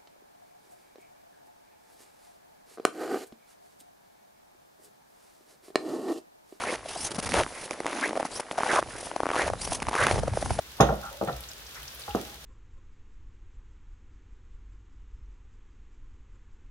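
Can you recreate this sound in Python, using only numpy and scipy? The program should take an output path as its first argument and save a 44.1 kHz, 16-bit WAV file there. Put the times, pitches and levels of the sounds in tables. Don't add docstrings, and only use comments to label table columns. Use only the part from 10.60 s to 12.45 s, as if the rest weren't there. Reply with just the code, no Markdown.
import sys
import numpy as np
from scipy import signal
from scipy.fft import rfft, irfft, next_fast_len
from scipy.io import wavfile
from scipy.ndimage import map_coordinates

SR = 44100
rng = np.random.default_rng(int(sys.argv[2]) if len(sys.argv) > 2 else 0)


def master(y):
    cut = np.clip(np.atleast_2d(y).T, -1, 1)
    pcm = np.round(cut * 32767)
    wavfile.write(sys.argv[1], SR, pcm.astype(np.int16))


N = 81585

# freq_hz, correlation
OIL_LIKENESS = [(200, 1), (1000, 0.44), (4000, 0.1), (12000, 0.037)]
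# freq_hz, correlation
BODY_LIKENESS = [(120, 0.93), (330, 0.78), (1200, 0.7), (4000, 0.2)]
ATTACK_S = 0.00083


def amp(db):
    return 10 ** (np.asarray(db) / 20)


def unit(x):
    return x / np.sqrt(np.mean(x ** 2) + 1e-20)


def along(points, hz):
    freq_hz, values = np.transpose(points)
    return np.interp(np.log(hz + 1), np.log(freq_hz + 1), values)


def clock():
    return np.arange(N) / SR


def wobble(knots_per_s):
    return map_coordinates(rng.standard_normal(int(N * knots_per_s / SR) + 4), [clock() * knots_per_s])


def filtered(x, response):
    n = x.shape[-1]
    padded = next_fast_len(n + 8192)
    return irfft(rfft(x, padded) * response(np.fft.rfftfreq(padded, 1 / SR)), padded)[..., :n]


def noise(colour, likeness, size):
    def response(hz):
        angle = np.arccos(np.clip(along(likeness, hz), -1, 1)) / 2
        return colour(hz) * np.array([np.cos(angle), np.sin(angle)])
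    mid, side = filtered(rng.standard_normal((2, size)), response)
    return unit(np.array([mid + side, mid - side]))


def fade(t, t60_s):
    return np.exp(-np.log(1000) * t / t60_s)


def resonance(hz, centre_hz, width_hz):
    return 1j * hz * width_hz / (centre_hz ** 2 - hz ** 2 + 1j * hz * width_hz)


def ring(modes, t, drive, scatter_db=4.5, waver_rad=0.3, waver_per_s=45):
    out = np.zeros_like(t)
    for k, (hz, level_db, t60_s) in enumerate(modes):
        gain = (-1) ** k * drive(hz) * amp(level_db + scatter_db * rng.standard_normal())
        waver = waver_rad * map_coordinates(rng.standard_normal(100), [t * waver_per_s], mode="mirror")
        out += gain * fade(t, t60_s) * np.sin(2 * np.pi * hz * t + waver)
    return out * (1 - np.exp(-t / ATTACK_S))


def add(out, start_s, x):
    part = out[:, round(start_s * SR):][:, :x.shape[-1]]
    part += x[..., :part.shape[1]]


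def pot_sizzle(flutter_db=0.77, pops_per_s=70, spread_db=3.5, fizz_db=-7.5, bright_hz=4940):
    # freq_hz, gain_db
    spectrum = [(120, -42), (200, -12), (300, -15), (470, -3), (970, -5), (1500, -1.5), (2200, -4.5),
                (3400, -1.5), (4600, -5), (6200, -6.5), (7600, -11.5), (15000, -11), (16000, -18.5)]
    # time_s, level_db
    contour = [(0, -48), (.55, -47.5), (.85, -47.5), (1.1, -47), (1.6, -45), (1.85, -48)]
    colour = lambda hz: amp(along(spectrum, hz))
    brighter = lambda hz: colour(hz) * hz / np.hypot(hz, bright_hz)
    pops = (rng.random(N) < pops_per_s / SR) * amp(spread_db * rng.standard_normal(N))
    bursts = signal.fftconvolve(pops, fade(clock()[:SR // 20], t60_s=0.02))[:N]
    fizz = unit(bursts * noise(brighter, OIL_LIKENESS, N))
    level_db = np.interp(clock(), *np.transpose(contour)) + flutter_db * wobble(30.67)
    return amp(level_db) * (noise(colour, OIL_LIKENESS, N) + amp(fizz_db) * fizz)


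def kitchen_drone(level_db=-54):
    # freq_hz, gain_db
    spectrum = [(20, -28), (42, -6), (61, 4.5), (78, -6), (100, -13.5), (130, -6.5), (175, -16.5),
                (400, -16.5), (900, -38)]
    return amp(level_db) * noise(lambda hz: amp(along(spectrum, hz)), BODY_LIKENESS, N)


def oil_spits(rise_s=0.00082, q=2.9):
    # start_s, level_db, centre_hz, t60_s
    drops = [(.105, -44, 4100, .04), (0.353, -42.5, 10400, 0.033), (.452, -40.5, 6430, .03),
             (0.648, -35.5, 8600, 0.02), (0.728, -37, 4080, 0.024), (0.806, -30.5, 10800, 0.014),
             (0.8358, -38.5, 4000, 0.044), (.887, -37, 6500, .05), (0.915, -32, 4690, 0.019),
             (1.065, -41.5, 5370, .05), (1.151, -42, 5600, .05), (1.2301, -33.5, 2950, 0.014),
             (1.2304, -35, 10900, 0.015), (1.278, -32.5, 5220, 0.033), (1.346, -41, 13000, 0.063),
             (1.393, -42, 9450, 0.069), (1.417, -36.5, 4300, 0.032), (1.436, -38.5, 3820, 0.035),
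             (1.507, -38, 2980, 0.073)]
    out, t = np.zeros((2, N)), clock()[:SR // 8]
    for start_s, level_db, centre_hz, t60_s in drops:
        band = noise(lambda hz: resonance(hz, centre_hz, centre_hz / q) ** 2, OIL_LIKENESS, len(t))
        add(out, start_s, amp(level_db) * (1 - np.exp(-t / rise_s)) * fade(t, t60_s) * band)
    return out


def pan_slides(upper_ratio=1.654, wander=0.0096, rise_s=0.0074, fall_s=0.028):
    # start_s, length_s, level_db, main_hz, width_hz, upper_db, squeal_db
    strokes = [(.183, 0.044, -38, 660, 150, -3, -20), (.42, 0.091, -38.5, 807, 66.5, 3, -9),
               (.505, 0.083, -47, 576.7, 60, -8, -3.5), (1.149, 0.047, -43.5, 1450, 600, -8, -31),
               (1.478, 0.022, -44, 825.6, 70, -1, 9), (1.66, 0.15, -62.5, 820.4, 60, -13, 8)]
    out, t = np.zeros((2, N)), clock()[:SR // 3]
    for start_s, length_s, level_db, main_hz, width_hz, upper_db, squeal_db in strokes:
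        body = lambda hz: (resonance(hz, main_hz, width_hz)
                           - amp(upper_db) * resonance(hz, upper_ratio * main_hz, width_hz))
        envelope = (1 - np.exp(-t / rise_s)) * np.exp(-np.maximum(t - length_s / 2, 0) / fall_s)
        pitch_hz = main_hz * (1 + wander * wobble(69)[:len(t)])
        squeal = unit(np.sin(2 * np.pi * np.cumsum(pitch_hz) / SR))
        scrape = noise(body, BODY_LIKENESS, len(t))
        add(out, start_s, amp(level_db) * envelope * (scrape + amp(squeal_db) * squeal))
    return out


def pan_blows(pan_trim_db=-5.5, hob_trim_db=-2, thud_db=-3, push_db=3.5, thud_low_hz=124, order=4.35):
    # start_s, level_db, bright_hz, pan_db, hob_db, left_right_db, seat_damping (1 = free)
    contacts = [(.2012, -13, 1156, 4.5, -6, -4, 1.117), (0.2088, -17.5, 1320, -36, -20.5, 1.5, 1.5),
                (.223, -21, 1370, -3, 2.5, -3.5, 1.5), (0.2884, -23.5, 1280, -5, -8, 0.5, 0.92),
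                (.305, -29, 905, -21, 2.5, -1.5, 1.8), (.323, -27, 850, 6.5, -11, -2.5, 1.22),
                (0.612, -24, 1064, -7, -5, -2.5, 1.8), (0.628, -30, 750, -12, -4.5, 5, 2),
                (.674, -37.5, 2140, 1, -17, -4, 1.75), (.684, -33.5, 1470, 2.5, -6, 3, 2.1),
                (.692, -31.5, 1230, 9.5, -5.5, -2.5, 3.6), (1.479, -39.5, 1640, -14, -7, -1.5, 2),
                (1.548, -23.5, 1120, -15.5, -3, -1.5, 2.5), (1.565, -35, 740, -15, 1.5, 0.5, 2.7)]
    # pitch_hz, gain_db, t60_s
    pan_modes = [(565.3, -10, 0.4), (680, -28, 0.14), (706.2, 4.5, 0.34), (704.6, -7, 0.27),
                 (790.3, 0.5, 0.22), (866, -19, 0.13), (975, -7.5, 0.13), (1070, -9, 0.11),
                 (1180, -0.5, 0.073), (1317, -3.5, 0.3), (1421, -10, .2), (1789, 4.5, 0.079),
                 (1900, -5.5, 0.33)]
    # pitch_hz, gain_db, t60_s
    hob_modes = [(135.8, -12, 0.26), (173, -4, .1), (208, 1, 0.13), (333.5, -7.5, 0.19), (409, -8.5, 0.15),
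                 (443, -3.5, 0.16), (503, -2.5, 0.15), (598, -11, 0.12)]
    # freq_hz, gain_db
    thud_spectrum = [(30, -48), (80, 10), (150, -4), (260, -1.5), (500, 1.5), (750, 4.5), (1000, -5),
                     (1350, 1.5), (1800, -12.5), (4000, 14), (12000, -17)]
    out, t = np.zeros((2, N)), clock()[:SR // 2]
    low_cut = signal.butter(2, thud_low_hz, "highpass", fs=SR, output="sos")
    envelope = amp(thud_db) * fade(t, t60_s=0.15) + amp(push_db) * fade(t, t60_s=0.024)
    envelope *= 1 - np.exp(-(t / ATTACK_S) ** 2)
    for start_s, level_db, bright_hz, pan_db, hob_db, left_right_db, seat_damping in contacts:
        drive = lambda hz: 1 / np.sqrt(1 + (hz / bright_hz) ** (2 * order))
        dense_modes = noise(lambda hz: amp(along(thud_spectrum, hz)) * drive(hz), BODY_LIKENESS, len(t))
        thud = signal.sosfilt(low_cut, envelope * dense_modes)
        seated_modes = [(hz, gain_db, t60_s / seat_damping) for hz, gain_db, t60_s in pan_modes]
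        pan = amp(pan_trim_db + pan_db) * ring(seated_modes, t, drive)
        hob = amp(hob_trim_db + hob_db) * ring(hob_modes, t, drive)
        balance = amp([[left_right_db / 2], [-left_right_db / 2]])
        add(out, start_s, amp(level_db) * (thud + pan + hob) * balance)
    return out


def hob_booms():
    # start_s, level_db, rise_s, pitch_hz, t60_s
    booms = [(0.204, -22, 0.025, 57.6, 0.36), (0.2022, -14, .01, 151.2, 0.071),
             (0.269, -25, 0.035, 56.6, 0.21), (0.291, -25.5, 0.0043, 151.5, 0.18),
             (0.459, -41.5, 0.027, 61, 0.25), (.675, -27.5, 0.0057, 164, 0.075),
             (0.713, -38, 0.0082, 128.4, 0.25), (.72, -34, 0.045, 59.6, 0.22), (1.17, -51, .02, 128.5, .2),
             (1.22, -47, .012, 133, 0.15), (1.48, -39, 0.01, 88, 0.17), (1.495, -38, 0.075, 58.4, 0.23)]
    out, t = np.zeros((2, N)), clock()
    for start_s, level_db, rise_s, pitch_hz, t60_s in booms:
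        envelope = (1 - np.exp(-(t / rise_s) ** 2)) * fade(t - rise_s, t60_s)
        add(out, start_s, amp(level_db) * envelope * np.sin(2 * np.pi * pitch_hz * t))
    return out


def steel_clinks(ring_db=-5.5):
    # start_s, level_db
    strikes = [(0.2056, -21.5), (0.2254, -37.5)]
    # pitch_hz, gain_db, t60_s
    steel_modes = [(3430, -19, 0.095), (3805, -10.5, 0.21), (5420, 1, 0.049), (6310, -7, 0.13),
                   (6340, -1, 0.06), (6590, -0.5, 0.059), (8040, -21, 0.05), (10622, 4.5, 0.077)]
    # freq_hz, gain_db
    spectrum = [(1000, 5), (2300, -4), (3700, 1), (4400, -13.5), (5800, -14), (6400, 1), (7400, -22.5),
                (15000, -24.5)]
    out, t = np.zeros((2, N)), clock()[:SR // 3]
    for start_s, level_db in strikes:
        crack = fade(t, t60_s=0.19) * noise(lambda hz: amp(along(spectrum, hz)), BODY_LIKENESS, len(t))
        steel = np.array([ring(steel_modes, t, np.ones_like) for channel in range(2)])
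        add(out, start_s, amp(level_db) * (crack + amp(ring_db) * steel))
    return out


def kitchen_reverb(x, rise_s=0.0043):
    # freq_hz, t60_s
    decay = [(60, 0.56), (300, 0.43), (1200, 0.4), (5000, 0.43), (14000, 0.081)]
    hz, t, bands = signal.stft(noise(np.ones_like, BODY_LIKENESS, SR // 2), SR, nperseg=256)
    envelope = fade(t, along(decay, hz)[:, None]) * (1 - np.exp(-t / rise_s))
    _, tail = signal.istft(bands * envelope, SR, nperseg=256)
    return signal.fftconvolve(x, tail / np.linalg.norm(tail[0]), axes=1)[:, :N]


def scene(room_db=-12.5, clink_send_db=-5, right_lag_s=0.0001397):
    body = pan_blows() + pan_slides() + oil_spits()
    clinks = steel_clinks()
    room = amp(room_db) * kitchen_reverb(body + amp(clink_send_db) * clinks)
    stove = body + clinks + room + pot_sizzle()
    left_first = lambda hz: np.exp(1j * np.pi * hz * right_lag_s * np.array([[1], [-1]]))
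    return filtered(stove, left_first) + hob_booms() + kitchen_drone()


def record(dry, low_hz=39.0, top_hz=16100):
    return filtered(dry, lambda hz: (hz < top_hz) * hz ** 4 / np.sqrt(hz ** 8 + low_hz ** 8))


dry = scene()
out = record(dry)
master(out)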